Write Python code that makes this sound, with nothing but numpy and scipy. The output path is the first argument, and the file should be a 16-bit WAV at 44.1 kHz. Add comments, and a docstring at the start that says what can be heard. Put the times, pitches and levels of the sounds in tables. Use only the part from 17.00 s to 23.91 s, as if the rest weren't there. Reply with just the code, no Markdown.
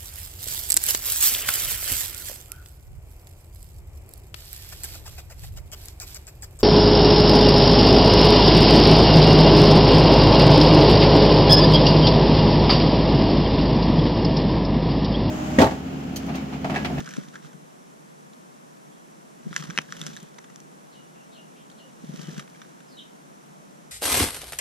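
"""A sparrow dust-bathes in a plant pot, a hand's width from a small camera on the mulch.
In three bouts its wings puff air at the two microphone ports, scuff soil and bark, and fling grit
that ticks on the pot and the camera. Other birds chirp across the yard between brick walls, with
faint far hoots and one nearer call, over quiet town rumble and hiss."""
import sys
import numpy as np
from scipy import signal
from scipy.fft import rfft, irfft, next_fast_len
from scipy.io import wavfile
from scipy.ndimage import uniform_filter1d

SR = 44100
rng = np.random.default_rng(int(sys.argv[2]) if len(sys.argv) > 2 else 0)


def put_to_file(sound):
    """Save the sound as 16-bit audio at rate SR, in the file named by the first command-line argument."""
    columns = np.atleast_2d(sound).T  # one column per channel
    safe = np.clip(columns, -1, 1)
    whole_steps = np.round(safe * 32767)
    wavfile.write(sys.argv[1], SR, whole_steps.astype(np.int16))


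N = 304731

# outdoor air, common to the ports and differing between them: freq_hz, density_db
AIR_MID = [(150, -77), (200, -76), (280, -81), (450, -86), (700, -90), (1000, -92.5), (1600, -95.5),
           (2600, -99), (4400, -102), (5800, -99), (7800, -102), (10000, -104), (13000, -111),
           (15000, -119)]
AIR_SIDE = [(150, -77.5), (200, -76), (280, -79.5), (450, -81), (700, -81), (1000, -82.5), (1600, -90),
            (2600, -99), (4400, -106), (5800, -100), (7800, -102), (10000, -104), (13000, -111),
            (15000, -118)]
# grains and chips landing: start_s, level_db, ring_hz, ring_db, tilt_db_per_octave, body_db, skid_db
GRAIN_HITS = [(0.0025, -36.5, 1230, 10, -1.0, 6, 20), (0.0103, -41, 1230, 9, -2, 11, -2),
              (0.059, -42, 4990, 11, -3, 4, 12), (0.076, -35.5, 1620, 11, -7.5, -5, 0),
              (0.0902, -42, 5870, 7, 2, 4, 4), (0.107, -42.5, 2400, 15, 1.0, 2, 10),
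              (0.114, -43.5, 5870, 6, -7, -3, 2), (0.125, -50.5, 1250, 7, -5, -4, 6),
              (0.1378, -37.5, 1700, 10, 0, 8, -9), (0.151, -46.0, 1600, 13, -12, 4, -8),
              (0.1656, -37, 2380, 11, -1.5, 12, 8), (0.235, -45, 1710, 14, -2.5, -1, 8),
              (0.341, -43, 1470, 11, -11, 2, 14), (0.3563, -36, 1720, 6.5, -4, -8, -6),
              (0.36, -44, 1730, 8, -3, 5, -4), (0.447, -47, 1370, 3, -3, 2, 12),
              (1.333, -52, 3910, 13, 0, 2, 12), (2.5289, -34.5, 1360, 4, -9, 1, -11),
              (2.5638, -20, 1750, 4.5, -1, -3, -8), (2.5775, -37, 4600, 6, 1, 5, 2),
              (2.598, -40, 2820, 6, -3.5, -1, -2), (2.624, -36.5, 4990, 16, -5.5, 4, 12),
              (2.6512, -44.0, 1250, 7, -3, 4, 7), (2.701, -35.5, 5410, 6, -5.5, -10, -5),
              (2.707, -34.5, 5870, 4, -4, -13, -11), (2.8166, -44, 4600, 14, 5.5, 4, -1),
              (2.8885, -46, 1600, 3, -5, -1, 6), (2.924, -29.5, 5870, 6.5, -3, -14, -11),
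              (2.9677, -41.5, 1360, 5, 1, 4, -3), (3.0154, -30.5, 3520, 13, 2.5, 8, -8),
              (3.0283, -43.5, 1470, 2, -1, 6, -3), (3.0378, -41, 3060, -1, -1, 4, -4),
              (3.066, -29.5, 1200, 7, 2.5, 18, -3), (3.1659, -37.5, 1730, 11, 4.5, 8, -4),
              (3.1717, -40.5, 3910, 12, 0.0, 8, -10), (3.2035, -49, 6370, 2, 5, 2, -11),
              (3.23, -49, 2820, 6, 8, 2, -12), (3.3843, -38.5, 2160, 8, -3, 16.5, 11),
              (3.442, -45, 1250, 0, -3.5, 4, 6), (3.499, -49.5, 1250, 8, 1, 4, 1),
              (3.56, -42, 5870, 8.5, 2, 7, -15), (3.603, -47.5, 5870, 10, 4, 4, -11),
              (4.6992, -50, 3370, 4, 2.0, -2, 10), (4.714, -53, 3910, 17, 2, 4, 10),
              (5.1932, -42.5, 5000, 13, -2, 7, 8), (5.215, -42, 4640, 9, 5, 4, 2),
              (5.293, -49, 1730, 17, -0.5, 4, 4), (5.367, -45.5, 1600, 7, -3, 4, -7),
              (5.38, -42, 1590, 6, 1.5, 4, 4), (5.395, -34, 1260, 6.5, -2, -7, 3),
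              (5.404, -48, 2820, 7, 3.0, 3, -6), (5.4772, -49.5, 2230, 9, -2, 4, 0),
              (5.5485, -53, 2210, 21, 0, 4, -4), (5.617, -41, 1740, -1, -5, -14, 20),
              (5.8043, -50, 1600, 9, -0.5, 1, 3)]
# a pebble bouncing on the camera: start_s, level_db, thud_db, skid_db, ring_hz, ring_db
PEBBLE_HITS = [(2.7768, -19.7, -8, -6, 4050, 9), (2.7817, -35, -6, 3, 2100, 7),
               (2.7872, -17.4, 0, -6, 3350, 9), (2.7916, -32, 7, 0, 1900, 5)]
# resonances of every grain tick and of the camera case: freq_hz, gain_db
TICK_SPECTRUM = [(200, -17), (450, -9.5), (800, -16), (1100, -1.5), (1400, 3.5), (1700, 3), (2100, -2),
                 (2600, -6.5), (3300, -1.5), (4500, -11), (5200, -5.5), (5900, -2), (6800, -3.5),
                 (8200, -11.5), (12000, -22), (15000, -32)]
CASE_SPECTRUM = [(200, -0.5), (550, -9), (1000, -8.5), (1600, 1), (2000, -2), (2500, 2), (2900, -3),
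                 (3450, -17.5), (4050, -13), (4550, -21), (5700, -8), (7500, -25), (9500, -27.5),
                 (12500, -37), (15000, -55)]
# left port ahead of right, from the soil and through the case: freq_hz, lead_rad
SOIL_PHASE = [(150, 0.5), (450, 3), (800, 2.5), (1270, 1.72), (1650, 1.21), (2300, 1.5), (3200, 0.56),
              (4300, -0.1), (5700, -1.64), (7200, -1.5), (10000, -1.5)]
CASE_PHASE = [(700, -.2), (1270, -1.3), (1650, -.5), (2300, .7), (3200, .5), (4300, -.6), (5700, -1.7)]
# wing beats: downstroke_s, puff_db, swirl_db, nominal_hz, upstroke_vs_down_db
WING_BEATS = [(0.012, -28.5, -26.5, 248, -20), (0.085, -38.5, -53, 215, -15), (0.185, -30.5, -21, 284, -23),
              (0.285, -41.5, -41, 205, -25), (0.46, -35.5, -37, 170, -15), (0.552, -38, -42, 196, -5.5),
              (0.636, -42, -50, 182, -5), (2.47, -34, -24, 225, -21), (2.514, -32.5, -36, 183, -9),
              (2.609, -31, -36, 180, -16), (2.696, -30.5, -33, 187, -13), (2.79, -39, -49, 263, -24),
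              (2.91, -43, -42, 189, -17), (3.022, -33.5, -35, 183, -10.5), (3.066, -38.5, -37, 189, -6),
              (3.145, -45.5, -42, 224, 5), (3.233, -37.5, -45, 202, -21), (5.098, -29.5, -32, 203, -3.5),
              (5.197, -32, -32, 202, 0), (5.289, -27, -35, 195, -15), (5.384, -29.5, -32, 202, -9)]
# stirred air, rubbed bark, sprayed sand: freq_hz, gain_db
DRAUGHT_SPECTRUM = [(120, 9), (180, 10), (260, -9), (420, -8.5), (700, -14.5), (1200, -46), (3000, -81)]
BARK_SPECTRUM = [(300, -1.5), (800, -21), (1150, -6.5), (1600, -5.5), (2000, -9.5), (2500, -21),
                 (4000, -36), (9000, -55)]
SAND_SPECTRUM = [(1000, -5.5), (2200, -2.5), (3200, 3), (4400, -1), (5900, 3.5), (7200, -3), (8400, -8),
                 (11000, -14), (13500, -14), (15000, -32)]
# stereo width of stirred air: freq_hz, side_vs_mid_db
DRAUGHT_WIDTH = [(150, -6.5), (400, 8), (800, 6), (1500, -0.5)]
# shuffles in the soil: start_s, end_s, settle_s, effort_db, bark_bias_db, air_bias_db
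SHUFFLES = [(0.051, 0.171, .16, -49.5, 4.5, 9), (0.347, 0.373, .03, -57.5, 8, 13.5),
            (0.439, 0.466, 0.052, -55.5, 0, 6), (2.561, 2.642, 0.066, -46, -0.5, -7),
            (2.615, 2.809, 0.072, -51.5, 4.5, 8), (2.967, 3.108, 0.15, -47.5, -0.5, 5.5),
            (5.172, 5.393, .07, -51, 0, 8.5), (5.548, 5.659, 0.18, -61.5, 2, 8)]
# far bird notes: start_s, length_s, first_hz, last_hz, level_db, tremble_ratio
CHIRP_NOTES = [(0.404, 0.056, 4080, 3380, -62, 0.055), (1.903, 0.054, 3400, 3310, -65, 0.01),
               (3.191, 0.027, 3850, 3280, -54, 0.06), (3.9, .06, 4350, 3750, -59.5, .11),
               (3.921, .075, 3300, 2900, -55.5, .016), (4.305, .065, 4050, 3550, -56, .12),
               (4.336, .062, 3300, 2830, -51.5, .025), (4.755, .055, 4400, 4050, -61.5, .1),
               (4.775, .058, 3200, 2880, -53, .014), (4.109, 0.13, 2870, 2860, -63.5, 0.061),
               (4.533, 0.089, 2690, 3050, -58.5, 0.093), (5.212, 0.075, 3410, 2960, -53, 0.024)]
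HOOT_NOTES = [(2.2, 0.047, 707, 652, -59.5, 0.016), (4.27, 0.081, 680, 645, -58.5, 0.01),
              (4.72, 0.19, 663, 522, -60.5, 0.017), (6.22, 0.083, 683, 667, -65, .02),
              (6.52, 0.23, 671, 577, -61.5, 0.069)]
# nearer call, low voice: same columns
CALL_LOW_NOTES = [(5.968, .03, 3130, 3020, -54, .03)]
# nearer call, main voice (thin slide, loud drop, rough warble): time_s, pitch_hz, level_db, warble_ratio
CALL_CONTOUR = [(5.88, 5300, -65, .02), (5.889, 5120, -60, .04), (5.925, 4550, -57.5, .09),
                (5.945, 4100, -62, .06), (5.967, 3950, -63, .03), (5.971, 3780, -49, .02),
                (5.983, 3860, -44, .015), (5.996, 3130, -40.5, .03), (6.001, 3400, -47, .135),
                (6.016, 3420, -46, .135), (6.04, 3320, -56, .135)]
# echoes off brick: delay_s, gain_db
WALL_ECHOES = [(0.015, -14), (0.028, -35), (.041, -28)]
# port resonances and the camera's wind filter: freq_hz, gain_db
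PORT_RESPONSE = [(4000, 0), (4900, -2), (5400, -1.5), (5800, 1.5), (6400, -1), (7500, 1), (8200, -1),
                 (9500, 0)]
WIND_FILTER = [(25, -26.5), (100, -24.5), (113, -26), (128, -15.5), (145, 2.0), (165, 0)]

BAND_LIMIT_HZ = 15400


def amp(db):
    return 10 ** (np.asarray(db) / 20)


def unit_rms(x):
    return x / np.sqrt(np.mean(x ** 2) + 1e-20)


def curve(points, hz):
    """Interpolates on a log-frequency axis."""
    knots_hz, values = np.transpose(points)
    return np.interp(np.log(hz + 1), np.log(knots_hz), values)


def tint(x, spectrum):
    """Zero-phase filter."""
    size = next_fast_len(x.shape[-1])
    gain = amp(curve(spectrum, np.fft.rfftfreq(size, 1 / SR)))
    return irfft(rfft(x, size) * gain, size)[..., :x.shape[-1]]


def stereo(mid, side):
    return np.array([mid + side, mid - side])


def add(mix, start_s, sound):
    start = round(start_s * SR)
    sound = sound[..., max(-start, 0):]
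    part = mix[..., max(start, 0):][..., :sound.shape[-1]]
    part += sound[..., :part.shape[-1]]


def at_ports(direct, scattered, phase):
    """Direct sound reaches the ports out of step; scatter differs at each."""
    size = next_fast_len(len(direct))
    lead_rad = curve(phase, np.fft.rfftfreq(size, 1 / SR)) * np.array([[.5], [-.5]])
    return irfft(rfft(direct, size) * np.exp(1j * lead_rad), size)[:, :len(direct)] + scattered


def outdoor_air():
    """Steady distant town rumble and fine hiss."""
    mid, side = rng.standard_normal((2, N)) * np.sqrt(SR / 2)  # unit power per Hz
    return stereo(tint(mid, AIR_MID), tint(side, AIR_SIDE))


def resonance_db(hz, ring_hz, ring_db, width_octaves=0.14):
    """A grain's own ring: one spectral bump."""
    return ring_db * np.exp(-.5 * (np.log2((hz + 1) / ring_hz) / width_octaves) ** 2)


def struck_body(colour_db):
    """Minimum-phase response: sharp start, then ringing."""
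    log_gain = np.log(amp(np.r_[colour_db, colour_db[-2:0:-1]]))
    return np.exp(np.conj(signal.hilbert(log_gain)))[:len(colour_db)]


def strike(colour_db, level_db, skid_db, phase, skid_s=0.0043, tail_db=-20, tail_s=0.036,
           catch_db=5, scatter_db=-5, smear_hz=2600):
    """Sharp blow, brief uneven skid, faint scatter from the pot. Level: energy as rms over 5 ms."""
    size = 2 * (len(colour_db) - 1)
    t, hz = np.arange(size) / SR, np.fft.rfftfreq(size, 1 / SR)
    catches = amp(catch_db * np.interp(t, np.linspace(0, t[-1], 80), rng.standard_normal(80)))
    skid = rng.standard_normal((3, size)) * catches * np.exp(-(t / skid_s) ** 2 / 2)
    skid = amp(skid_db) * unit_rms(skid)
    tail = rng.standard_normal((2, size)) * np.exp(-t / tail_s)
    tail = amp(tail_db + max(skid_db, 0)) * unit_rms(tail)
    blow = unit_rms(1. * (t == 0))
    contact = rfft(at_ports(blow + skid[0], amp(scatter_db) * skid[1:] + tail, phase))
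    contact *= np.exp(-4j * np.arctan(hz / smear_hz))  # the microphone ports smear the click: lows arrive later
    tick = np.roll(irfft(contact * struck_body(colour_db)), 64, axis=1)
    return amp(level_db) * unit_rms(tick) * np.sqrt(.005 * SR / size)


def effort(bark_share=0, air_share=0, build_db=15, settle_db=14.5):
    """Shuffling amplitude: each shuffle builds (longer ones more slowly), holds, settles."""
    t, power = np.arange(N) / SR, np.zeros(N)
    for start_s, end_s, settle_s, effort_db, bark_db, air_db in SHUFFLES:
        building = np.maximum(start_s - t, 0) / max(end_s - start_s, 1 / SR)
        settling = np.maximum(t - end_s, 0) / settle_s
        held_db = effort_db + bark_share * bark_db + air_share * air_db
        power += amp(held_db - build_db * building - settle_db * settling) ** 2
    return np.sqrt(power)


def stray_grains(count=32, level_db=-49.5, fade_db=4.5, mean_flight_s=0.06,
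                 low_hz=1400, high_hz=5500, ring_db=9, skid_db=-1):
    """Faint grains, flung more often at higher effort. Rows as in GRAIN_HITS."""
    jitter, chance, pitch = rng.random((count, 3)).T
    flights = -np.log(1 - chance)  # in mean flights; long fliers land farther off
    work = np.cumsum(effort())
    launch_s = np.searchsorted(work, (np.arange(count) + jitter) / count * work[-1]) / SR
    land_s = launch_s + mean_flight_s * flights
    rings_hz = low_hz * (high_hz / low_hz) ** pitch
    tilts = rng.standard_normal(count) - 0.5
    return [(start_s, level_db - fade_db * flight, ring_hz, ring_db, tilt, 0, skid_db)
            for start_s, flight, ring_hz, tilt in zip(land_s, flights, rings_hz, tilts)]


def grit(size=2048, ripple_db=3.5, lead_s=0.0015):
    """Grains tick on the pot, each with its own ring; a pebble knocks on the camera."""
    out, hz = np.zeros((2, N)), np.fft.rfftfreq(size, 1 / SR)
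    for start_s, level_db, ring_hz, ring_db, tilt, body_db, skid_db in GRAIN_HITS + stray_grains():
        colour_db = curve(TICK_SPECTRUM, hz) + resonance_db(hz, ring_hz, ring_db)
        colour_db += tilt * np.log2(np.maximum(hz, 1000) / 2000)
        colour_db += curve([(800, body_db), (1200, 0)], hz)
        colour_db += ripple_db * np.interp(hz, np.linspace(0, BAND_LIMIT_HZ, 40), rng.standard_normal(40))
        add(out, start_s - lead_s, strike(colour_db, level_db, skid_db, SOIL_PHASE))
    for start_s, level_db, thud_db, skid_db, ring_hz, ring_db in PEBBLE_HITS:
        colour_db = curve(CASE_SPECTRUM, hz) + resonance_db(hz, ring_hz, ring_db)
        colour_db += curve([(700, thud_db), (1600, 0)], hz)
        knock = strike(colour_db, level_db, skid_db, CASE_PHASE, skid_s=0.0012, tail_db=-21)
        add(out, start_s - lead_s, knock)
    return out


def wings(puff_cycles=0.68, swirl_cycles=1.33, pitch_ratio=0.83, octave_db=-13, eddy_db=-7,
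          wake_s=0.032, puff_boost_db=2, up_lead_s=0.055, up_nominal_hz=256):
    """Each stroke pushes a swell of air over the ports and leaves eddies. Puff is mid, swirl is side."""
    out, t = np.zeros((2, N)), np.arange(-1000, 2500) / SR
    width_cycles = np.array([[puff_cycles], [swirl_cycles]])
    for down_s, puff_db, swirl_db, nominal_hz, up_db in WING_BEATS:
        for lead_s, stroke_db, hz in [(up_lead_s, up_db, up_nominal_hz), (0, 0, nominal_hz)]:
            swell = np.exp(-.5 * (t * hz / width_cycles) ** 2)
            phase_rad = 2 * np.pi * (pitch_ratio * hz * t + rng.random((2, 1)))
            push = np.cos(phase_rad) + amp(octave_db) * swell * np.cos(2 * phase_rad)  # steepest at crest
            turbulence = unit_rms(tint(rng.standard_normal((2, len(t))), DRAUGHT_SPECTRUM))
            eddies = amp(eddy_db) * turbulence / np.sqrt(2)
            wake = np.where(t < 0, swell, np.exp(-abs(t) / wake_s))
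            puff, swirl = amp(stroke_db) * (push * swell + eddies * wake)
            stroke = stereo(amp(puff_db + puff_boost_db) * puff, amp(swirl_db) * swirl)
            add(out, down_s - lead_s + t[0], stroke)
    return out


def grains(spectrum, rate_per_s, spread_db, rub_gain, scatter_db):
    """Dense tiny contacts of uneven size over a smooth rub."""
    sizes = amp(spread_db * np.minimum(rng.exponential(1, N), 4))
    clicks = (rng.random(N) < rate_per_s / SR) * sizes * rng.standard_normal((3, N))
    contacts = tint(unit_rms(clicks) + rub_gain * rng.standard_normal((3, N)), spectrum)
    return unit_rms(at_ports(contacts[0], amp(scatter_db) * contacts[1:], SOIL_PHASE))


def clumping(rate_hz=150, depth_db=2.4):
    """Soil gives way in clumps: a random gain."""
    knots = rng.standard_normal(4096)
    drift = unit_rms(np.interp(np.arange(N) / SR * rate_hz, np.arange(len(knots)), knots))
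    return unit_rms(amp(depth_db * drift))


def scuffing(air_db=-2, bark_db=-1, sand_db=-0.5, air_lead_s=0.0055):
    """Feathers stir the air just before the body rubs bark chips and sprays sand."""
    t = np.arange(N) / SR
    stirring = np.interp(t + air_lead_s, t, effort(air_share=1))
    mid, side = tint(rng.standard_normal((2, N)), DRAUGHT_SPECTRUM)
    draught = amp(air_db) * stirring * unit_rms(stereo(mid, tint(side, DRAUGHT_WIDTH)))
    clumps = clumping()
    bark = grains(BARK_SPECTRUM, rate_per_s=1000, spread_db=2.8, rub_gain=.45, scatter_db=-7)
    sand = grains(SAND_SPECTRUM, rate_per_s=2400, spread_db=2.4, rub_gain=.6, scatter_db=-2)
    bark *= amp(bark_db) * effort(bark_share=0.86)
    sand *= amp(sand_db) * effort()
    return draught + clumps * (bark + sand)


def trickle(gain_db=-13, fall_s=0.2):
    """Thrown soil patters on the bark briefly after each shuffle."""
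    pole = np.exp(-1 / (fall_s * SR))
    airborne = signal.lfilter([1 - pole], [1, -pole], effort() ** 2)
    patter = grains(BARK_SPECTRUM, rate_per_s=160, spread_db=2, rub_gain=.2, scatter_db=-6)
    return amp(gain_db) * np.sqrt(airborne) * patter


def whistle(pitch_hz, tremble_ratio, warble_ratio, warble_hz=170):
    """A bird's near-pure tone: random pitch tremble plus a fast, raspy warble."""
    smooth_noise = uniform_filter1d(rng.standard_normal((2, SR)), size=60)
    tremble, wander = (unit_rms(row)[:len(pitch_hz)] for row in smooth_noise)
    warble = np.sin(2 * np.pi * np.cumsum(warble_hz * (1 + .5 * wander)) / SR)
    hz = pitch_hz * (1 + tremble_ratio * tremble + warble_ratio * warble)
    return np.sqrt(2) * np.sin(2 * np.pi * np.cumsum(hz) / SR)


def gliding_notes(notes, glide_share, warble_ratio, onset_db):
    """Notes glide to a held pitch; any warble fades with the glide."""
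    out = np.zeros(N)
    for start_s, length_s, first_hz, last_hz, level_db, tremble_ratio in notes:
        progress = np.arange(0, 1, 1 / (length_s * SR))
        glide = np.exp(-(progress / glide_share) ** 4)
        tone = whistle(last_hz + (first_hz - last_hz) * glide, tremble_ratio, warble_ratio * glide)
        envelope = amp(level_db + onset_db * glide) * np.sin(np.pi * progress) ** .5
        add(out, start_s, envelope * tone)
    return out


def yard(x, wet_db, t60_s, side_db):
    """Direct sound, wall echoes and a short diffuse tail."""
    t = np.arange(SR // 2) / SR
    tail = unit_rms(rng.standard_normal((2, len(t))) * amp(-60 * t / t60_s))
    mid, side = amp(wet_db) * tail / np.sqrt(len(t))
    mid[0] += 1
    for delay_s, gain_db in WALL_ECHOES:
        mid[round(delay_s * SR)] += amp(gain_db)
    response = stereo(mid, amp(side_db) * side)
    return signal.fftconvolve(x[None], response / np.linalg.norm(response[0]), axes=1)[:, :N]


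def near_call():
    """One call in two voices: a short low note under a falling whistle."""
    out = gliding_notes(CALL_LOW_NOTES, glide_share=0.37, warble_ratio=0, onset_db=0)
    time_s, pitch_hz, level_db, warble_ratio = np.transpose(CALL_CONTOUR)
    t = np.arange(time_s[0], time_s[-1], 1 / SR)
    voice = whistle(np.interp(t, time_s, pitch_hz), tremble_ratio=.015,
                    warble_ratio=np.interp(t, time_s, warble_ratio))
    add(out, time_s[0], amp(np.interp(t, time_s, level_db)) * voice)
    return out


def birds():
    """Far chirps and hoots, heard mostly by their echoes, and the drier near call."""
    call = near_call()
    chirps = gliding_notes(CHIRP_NOTES, glide_share=0.37, warble_ratio=.135, onset_db=-3.5)
    hoots = gliding_notes(HOOT_NOTES, glide_share=0.43, warble_ratio=0.073, onset_db=0)
    return (yard(chirps, wet_db=9, t60_s=.3, side_db=-7)
            + yard(hoots, wet_db=27, t60_s=0.66, side_db=-24)
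            + yard(call, wet_db=-2.5, t60_s=0.24, side_db=-3.5))


def scene():
    return grit() + wings() + scuffing() + trickle() + birds() + outdoor_air()


def record(dry):
    """Port resonances, steep wind filter, band limit."""
    heard = tint(tint(dry, PORT_RESPONSE), WIND_FILTER)
    lowpass = signal.firwin(255, BAND_LIMIT_HZ, window=("kaiser", 8), fs=SR)
    return signal.oaconvolve(heard, lowpass[None], "same")


dry = scene()
out = record(dry)
put_to_file(out)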